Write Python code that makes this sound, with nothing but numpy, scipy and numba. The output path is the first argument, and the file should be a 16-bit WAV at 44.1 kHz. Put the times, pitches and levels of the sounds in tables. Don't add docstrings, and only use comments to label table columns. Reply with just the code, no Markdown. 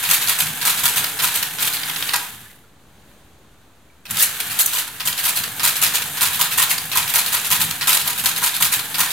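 import sys
import numpy as np
from scipy import signal
from scipy.fft import rfft, irfft, next_fast_len
from scipy.io import wavfile
from scipy.ndimage import map_coordinates
from numba import njit

SR = 44100
rng = np.random.default_rng(int(sys.argv[2]) if len(sys.argv) > 2 else 0)


def voltage_ratio(decibels):
    exponent = np.asarray(decibels, float) / 20
    return 10 ** exponent


def log_audio(samples):
    frames = np.atleast_2d(samples).T
    limited = np.clip(frames, -1, 1)
    pcm = np.round(limited * 32767).astype(np.int16)
    wavfile.write(sys.argv[1], SR, pcm)


N = 402176
SPLIT_HZ = 6000


def unit(x):
    return x / np.sqrt(np.mean(x ** 2) + 1e-20)


def along(points, hz):
    f, value = np.transpose(points)
    return np.interp(np.log(hz + 1), np.log(f + 1), value)


def curves(rows):
    s, *columns = np.transpose(rows)
    return [np.interp(np.arange(N) / SR, s, column) for column in columns]


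def wobble(rate_hz):
    knots = rng.standard_normal(int(N * rate_hz / SR) + 4)
    return map_coordinates(knots, [np.arange(N) * rate_hz / SR], order=1)


def filtered(x, response):
    size = next_fast_len(N + SR // 2)
    hz = np.fft.rfftfreq(size, 1 / SR)
    return irfft(rfft(x, size) * response(hz), size)[..., :N]


# pitch_hz, likeness (0 to 1)
LIKENESS = [(30, 0.97), (200, 0.97), (700, 0.86), (1500, 0.82), (3000, 0.41), (12000, 0.47)]


def pair(noise, shape):
    def mid_side(hz):
        angle = np.arccos(np.clip(along(LIKENESS, hz), -1, 1)) / 2
        return shape(hz) * [np.cos(angle), np.sin(angle)]
    mid, side = filtered(noise, mid_side)
    return np.array([mid + side, mid - side])


def rush(spectrum, low_hz=0, high_hz=SR / 2):
    def colour(hz):
        return voltage_ratio(along(spectrum, hz)) * (hz > low_hz) * (hz < high_hz)
    return unit(pair(rng.standard_normal((2, N)), colour))


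@njit
def add(out, start, radians, gain, fade, turn):
    for g in range(len(start)):
        step = np.exp(-fade[g] + 1j * radians[g])
        z = gain[g] + 0j
        lead = np.exp(1j * turn[g])
        for n in range(start[g], min(start[g] + int(7 / fade[g]), out.shape[1])):
            out[0, n] += (z * lead).imag
            out[1, n] += (z / lead).imag
            z *= step


def pings(s, hz, gain, t60):
    out = np.zeros((2, N))
    spread = np.sqrt(-np.log(np.clip(along(LIKENESS, hz), .01, 1)) / 2)
    turn = rng.standard_normal(s.shape) * spread
    fade = np.log(1000) / (t60 * SR) + 0 * s
    start, radians = (s.ravel() * SR).astype(np.int64), (2 * np.pi * hz / SR).ravel()
    add(out, start, radians, gain.ravel(), fade.ravel(), turn.ravel())
    return out


# pitch_hz, level_db (per Hz)
ROOM_COLOUR = [(18, -41), (45, -6), (90, -7), (200, -10.5), (500, -16.5), (1500, -21), (2200, -25.5),
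               (4000, -26), (5400, -34.5), (6600, -29), (16200, -41)]
# start_s, hush_db, rustle_db
ROOM_AND_SLEEVE = [
    (2.7, -52, -75),
    (3.12, -50.5, -56),
    (3.4, -51.5, -71),
    (4.0, -52.5, -73),
]
# pitch_hz, level_db (per Hz)
GEAR_COLOUR = [(180, -46), (300, -11.5), (360, -42), (433, -8.5), (575, -20.5), (739, -7), (1160, -6),
               (1670, 0.5), (2010, -4), (3610, -2), (5210, -11.5), (11800, -6), (14000, -6.5), (16200, -17)]


def room_hush():
    hush_db, rustle_db = curves(ROOM_AND_SLEEVE)
    hush = voltage_ratio(hush_db + 0.42 * wobble(4.0)) * rush(ROOM_COLOUR)
    rustle = voltage_ratio(rustle_db - 1.0 + 1.2 * wobble(30)) * rush(GEAR_COLOUR, low_hz=1500)
    return hush + rustle


# start_s, pitch_hz, level_db
MOTOR_SPEED = [
    (0, 147.1, -61),
    (2.2, 145.9, -56.5),
    (2.3, 143, -86),
    (4.1, 139.5, -100),
    (4.2, 146.1, -64),
    (9.12, 145.3, -60),
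]
# multiple of the shaft speed, level_db
WINDING_TONES = [(2, 7), (3, 3), (5, -3)]


def motor():
    hz, db = curves(MOTOR_SPEED)
    phase = 2 * np.pi * np.cumsum(hz * (1 + .003 * wobble(5))) / SR
    hum = sum(voltage_ratio(level + 1.5 * wobble(8)) * np.sin(k * phase) for k, level in WINDING_TONES)
    return voltage_ratio(db) * hum


# start_s, level_db
GEAR_LOAD = [(0, -28), (1.3, -28), (1.75, -31), (2.1, -29), (2.25, -35.5), (2.45, -46.5), (2.6, -58.5),
             (2.75, -69), (4.05, -69), (4.1, -35), (4.13, -32.5), (4.65, -30), (4.93, -39.5), (5.2, -32),
             (5.85, -29), (7.3, -30), (8.5, -32), (9.12, -28.5)]
# pitch_hz, level_db (per Hz)
DESK_COLOUR = [(40, -35), (62, -22), (95, -3.5), (135, -5), (160, 1.5), (185, -8.5), (222, -6.5),
               (270, -14.5), (310, -22.5), (600, -38)]


def gears():
    hum_hz = 899
    t = np.arange(N) / SR
    load_db, = curves(GEAR_LOAD)
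    bites = np.transpose(CLUTCH_BITES)[0]
    idle = 0
    for s, _ in LATCH_DROPS:
        bite = bites[bites > s][0]
        idle = idle + np.interp(t, [s, s + .08, bite, bite + 0.0087], [0, 1, 1, 0])
    load_db = load_db + .8 * wobble(50) + 1.6 * wobble(350)
    mesh = voltage_ratio(load_db - 4.5 * idle) * rush(GEAR_COLOUR, low_hz=hum_hz, high_hz=SPLIT_HZ)
    hum = voltage_ratio(load_db - 15.5) * rush(GEAR_COLOUR, high_hz=hum_hz)
    fizz = voltage_ratio(load_db + 1.5 - 3 * idle + 0.6 * wobble(150)) * rush(GEAR_COLOUR, low_hz=SPLIT_HZ)
    return mesh + hum + fizz


def desk():
    t = np.arange(N) / SR
    load_db, = curves(GEAR_LOAD)
    kicks = [(row[0], -48.5 + (row[1] + 20) * 0.55) for row in COUNTING_TURNS]
    kicks += [(s + 0.046, -44.5) for s, _ in CARRIAGE_STEPS]
    kicks += [(4.12, -37)]
    thuds = sum(voltage_ratio(db - 60 * np.abs(t - s) / np.where(t > s, 0.48, .08)) for s, db in kicks)
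    steady = voltage_ratio(-47 + .55 * (load_db + 30))
    return (steady + thuds) * voltage_ratio(2.9 * wobble(14)) * rush(DESK_COLOUR)


def contacts(s, length, count):
    waits = rng.exponential(size=(len(s), count, 2)).sum(axis=2)
    return s[:, None] + np.abs(length)[:, None] * 4.5 * np.tanh(waits / 4.5)


# pitch_hz, level_db (per Hz)
STEEL_COLOUR = [(240, -54.5), (400, -25.5), (657, -4.5), (766, 6.5), (923, -9.5), (1010, -8.5), (1150, -5),
                (1260, -6), (1970, -8), (2300, -1.5), (4140, -0.5), (5740, -7.5), (13700, -3.5),
                (15600, -9), (16200, -49)]


def rattle(impacts, db, length, low_hz, high_hz, t60, uneven_db, struck, count):
    s, weight = impacts
    shape = (len(s), count)
    which = np.arange(count) % s.shape[1]
    loose = rng.uniform(size=shape) > struck[:, None]
    at_impact = s[:, which] + .0004 * rng.exponential(size=shape)
    when = np.where(loose, contacts(s[:, 0], length, count), at_impact)
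    hz = rng.uniform(low_hz, high_hz, shape)
    force = voltage_ratio(db) * np.sqrt(np.abs(length) / t60)
    colour = voltage_ratio(along(STEEL_COLOUR, hz) + uneven_db * rng.standard_normal(shape))
    size = force[:, None] * np.where(loose, 1, weight[:, which]) * colour
    return pings(when, hz, size, t60 * voltage_ratio(1.7 * rng.standard_normal(shape)))


# start_s, rack_sweep_db, stop_db, tens_carry_db, frame_ring_db
COUNTING_TURNS = [(.089, -19.5, -12, -14.5, -31), (.272, -19.5, -16, -27, -32.5),
                  (.651, -17.5, -14.5, -19, -28), (.834, -19, -13, -20, -28.5), (1.222, -19, -17, -26, -28),
                  (1.603, -23.5, -17.5, -22, -37), (5.052, -23.5, -16.5, -32, -36),
                  (5.237, -19.5, -17.5, -18, -33), (5.631, -16, -16, -17, -29), (5.815, -16, -15, -23, -31),
                  (6.208, -17, -15, -21, -27.5), (6.391, -21, -13, -29, -27),
                  (6.575, -15.5, -17, -15.5, -22.5), (6.952, -19, -14, -33, -26),
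                  (7.137, -17, -15, -16, -25.5), (7.321, -20.5, -16.5, -31, -30.5),
                  (7.502, -17, -14.5, -22, -26), (7.871, -16, -13.5, -32, -24.5),
                  (8.054, -26, -18, -23.5, -30), (8.237, -24, -13, -21.5, -27.5),
                  (8.417, -23, -15.5, -17.5, -27), (8.602, -20, -12, -17, -27.5),
                  (8.982, -20, -13, -27, -25.5)]
# start_s, level_db
CARRIAGE_STEPS = [(.386, -18.5), (.958, -19), (1.340, -21), (5.355, -21), (5.937, -18.5), (6.694, -19),
                  (7.598, -18), (8.720, -18)]


def repeats():
    turn = np.transpose(COUNTING_TURNS)[0]
    ahead = np.transpose(CARRIAGE_STEPS)[0] - turn[:, None]
    return turn[~np.any((ahead > 0) & (ahead < .15), axis=1)]


def part(rule, s, force_db, ring_db):
    clack, chatter, ring, length = rule
    return np.transpose([s, force_db + clack, force_db + chatter, ring_db + ring, length + 0 * s])


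# start_s, level_db
CLUTCH_BITES = [(.052, -27), (.612, -24), (1.189, -22), (1.584, -26), (4.999, -25.5), (5.594, -23.5),
                (6.169, -26), (6.915, -24), (7.809, -21), (8.942, -23)]
# start_s, level_db
LATCH_DROPS = [(.467, -24), (1.040, -17), (1.426, -16.5), (5.435, -20.5), (6.019, -21), (6.779, -21),
               (7.707, -19.5), (8.792, -21)]
# clack_db, chatter_db, ring_db, length_s
RACK_RETURN = [
    (-26, -27, -53, .002),
    (-25.5, -24, -52, .01),
    (-34, -25, -52.5, .0025),
]
# start_s, clack_db, chatter_db, ring_db, length_s
SINGLE_STROKES = [(0.025, -29, -25, -44, .013), (1.673, -21, -20, -38, 0.0039),
                  (2.134, -16, -17.5, -21, .004), (2.156, -20, -18, -42, .0033),
                  (4.053, -35, -41.5, -49, .0057), (4.093, -39, -42, -42, .012),
                  (4.106, -32, -19.5, -46, .0032), (4.140, -32, -30, -48, .022),
                  (4.168, -24.5, -22, -42, .005), (4.184, -20, -15, -46, .019),
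                  (4.222, -37, -10.5, -55, .005), (4.4, -23, -19.5, -53, .004),
                  (4.498, -30, -28, -45, .011), (4.588, -21, -12, -31, .0095),
                  (4.659, -37, -10, -49, .0015), (4.672, -30, -28, -51, .015),
                  (4.723, -25.5, -21.5, -30, .02), (4.781, -23.5, -20, -41, 0.0094),
                  (4.875, -35, -30, -40, .003), (7.917, -20, -17, -38, .012),
                  (7.945, -22, -15, -26.5, .004), (7.969, -16, -14, -44, .002)]


def strokes():
    turn, sweep, stop, carry, ring = np.transpose(COUNTING_TURNS)
    shift, slide = np.transpose(CARRIAGE_STEPS)
    latch, drop = np.transpose(LATCH_DROPS)
    bite, grip = np.transpose(CLUTCH_BITES)
    again, tooth = repeats(), np.arange(6)
    tooth_db = .6 * tooth
    rows = [part((-4, 1, 0.5, 0.0084), turn, sweep, ring),
            part((-4, 0, -1.2, 0.005), turn + .020, stop, ring),
            part((-7.5, -7, -8, 0.01), turn + .036, sweep, ring),
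            part((-5, 0, -10.5, 0.0079), turn + .043, carry, ring)]
    for delay, rule in zip((.075, .123, .142), RACK_RETURN):
        rows.append(part(rule, again + delay, 0 * again, 0 * again))
    rows += [part((-4, .5, -15, 0.0123), shift, slide, slide),
             part((-4.5, -1.5, -23, .003), shift + .016, slide, slide),
             part((-.5, -0.5, -18, .002), latch, drop, drop),
             part((.5, -5, -10, .008), bite, grip, grip),
             SINGLE_STROKES,
             part((-21.5, -28.5, -45, -0.0018), 1.7665 + .0643 * tooth, tooth_db, tooth_db)]
    return np.vstack(rows)


# pitch_hz, level_db, t60_s
FRAME_TONES = [(760, -10, .08), (870, -11, .07), (988, 0, .085), (1050, -2, .075), (1265, -5, .07),
               (1390, -4, .08), (1593, -5, .07), (1880, -5, .07)]
# start_s, level_db, pitch_hz
CREAKS = [
    (2.46, -37, 1730),
    (2.5, -41.5, 2000),
    (2.64, -47, 1400),
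    (3.9, -48, 2310),
]


def levers():
    s, clack_db, chatter_db, ring_db, length = strokes().T
    s = s + .0012
    hits = contacts(s, .7 * length, count=9)
    hits[:, 0] = s
    weight = voltage_ratio(2.4 * rng.standard_normal(hits.shape))
    weight[:, 0] = np.clip(0.013 / np.abs(length), .5, 2.4)
    struck = np.clip(0.0049 / np.abs(length), .3, .75)
    impacts = hits, weight / np.sqrt(np.mean(weight ** 2, axis=1, keepdims=True))
    clack = rattle(impacts, clack_db - .9, length, low_hz=1204, high_hz=SPLIT_HZ, t60=.016,
                   uneven_db=3.0, struck=struck, count=120)
    chatter = rattle(impacts, chatter_db - 1.5, length, low_hz=SPLIT_HZ, high_hz=16340, t60=0.013,
                     uneven_db=2.5, struck=struck, count=300)
    hz, mode_db, t60 = np.tile(np.transpose(FRAME_TONES), 3)
    shape = (len(s), len(hz))
    size = voltage_ratio(ring_db[:, None] - 3 + mode_db + 3.3 * rng.standard_normal(shape))
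    mode_hz = hz * (1 + 0.017 * rng.standard_normal(shape))
    ring = pings(contacts(s, .45 * length, len(hz)), mode_hz, size, t60)
    creak_s, creak_db, creak_hz = np.transpose(CREAKS)
    return clack + chatter + ring + pings(creak_s, creak_hz, voltage_ratio(creak_db), 0.043)


# delay_s, pitch_hz, level_db
LOOSE_PARTS = [
    (.076, 3800, -21),
    (.078, 7000, -23),
    (.124, 3900, -22),
    (.149, 11400, -16),
]


def springs():
    delay, hz, db = np.transpose(LOOSE_PARTS)
    s = repeats()[:, None] + delay
    hz = hz * (1 + 0.015 * rng.standard_normal(s.shape))
    return pings(s, hz, voltage_ratio(db + 3 * rng.standard_normal(s.shape)), .017)


# pitch_hz, t60_s
ROOM_DECAY = [(300, 0.65), (2000, 0.36), (8000, 0.34), (16000, 0.16)]


def walls(x):
    hz, t, z = signal.stft(rng.standard_normal((2, SR // 2)), SR, nperseg=256)
    dying = voltage_ratio(-60 * t / along(ROOM_DECAY, hz)[:, None])
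    tail = signal.istft(z * dying, SR, nperseg=256)[1]
    late = np.pad(x.mean(axis=0), (250, 0))[None]
    echo = signal.fftconvolve(late, tail / np.linalg.norm(tail[0]), axes=1)
    return pair(echo[:, :N], np.ones_like)


# pitch_hz, left_minus_right_db
BALANCE = [(60, 1.5), (180, -1), (550, -0.5), (1650, -2.5), (4970, -0.5), (15000, 1)]


def scene():
    blows = levers() + springs()
    blows = filtered(blows, lambda hz: 1 / (1 + (520 / (hz + 1)) ** 3))
    machine = blows + voltage_ratio(-5) * walls(blows) + gears() + desk() + motor()
    machine = filtered(machine, lambda hz: voltage_ratio(along(BALANCE, hz) * [[.5], [-.5]]))
    return machine + room_hush()


def roll_off(x):
    return signal.sosfilt(signal.butter(12, 16340, fs=SR, output="sos"), x)


def record(dry):
    x = dry / (1 + np.abs(dry / 1.1) ** 5) ** (1 / 5)
    x = filtered(x, lambda hz: 1 / (1 + (hz / 16100) ** 200)) - .0022
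    return roll_off(x)


dry = scene()
out = record(dry)
log_audio(out)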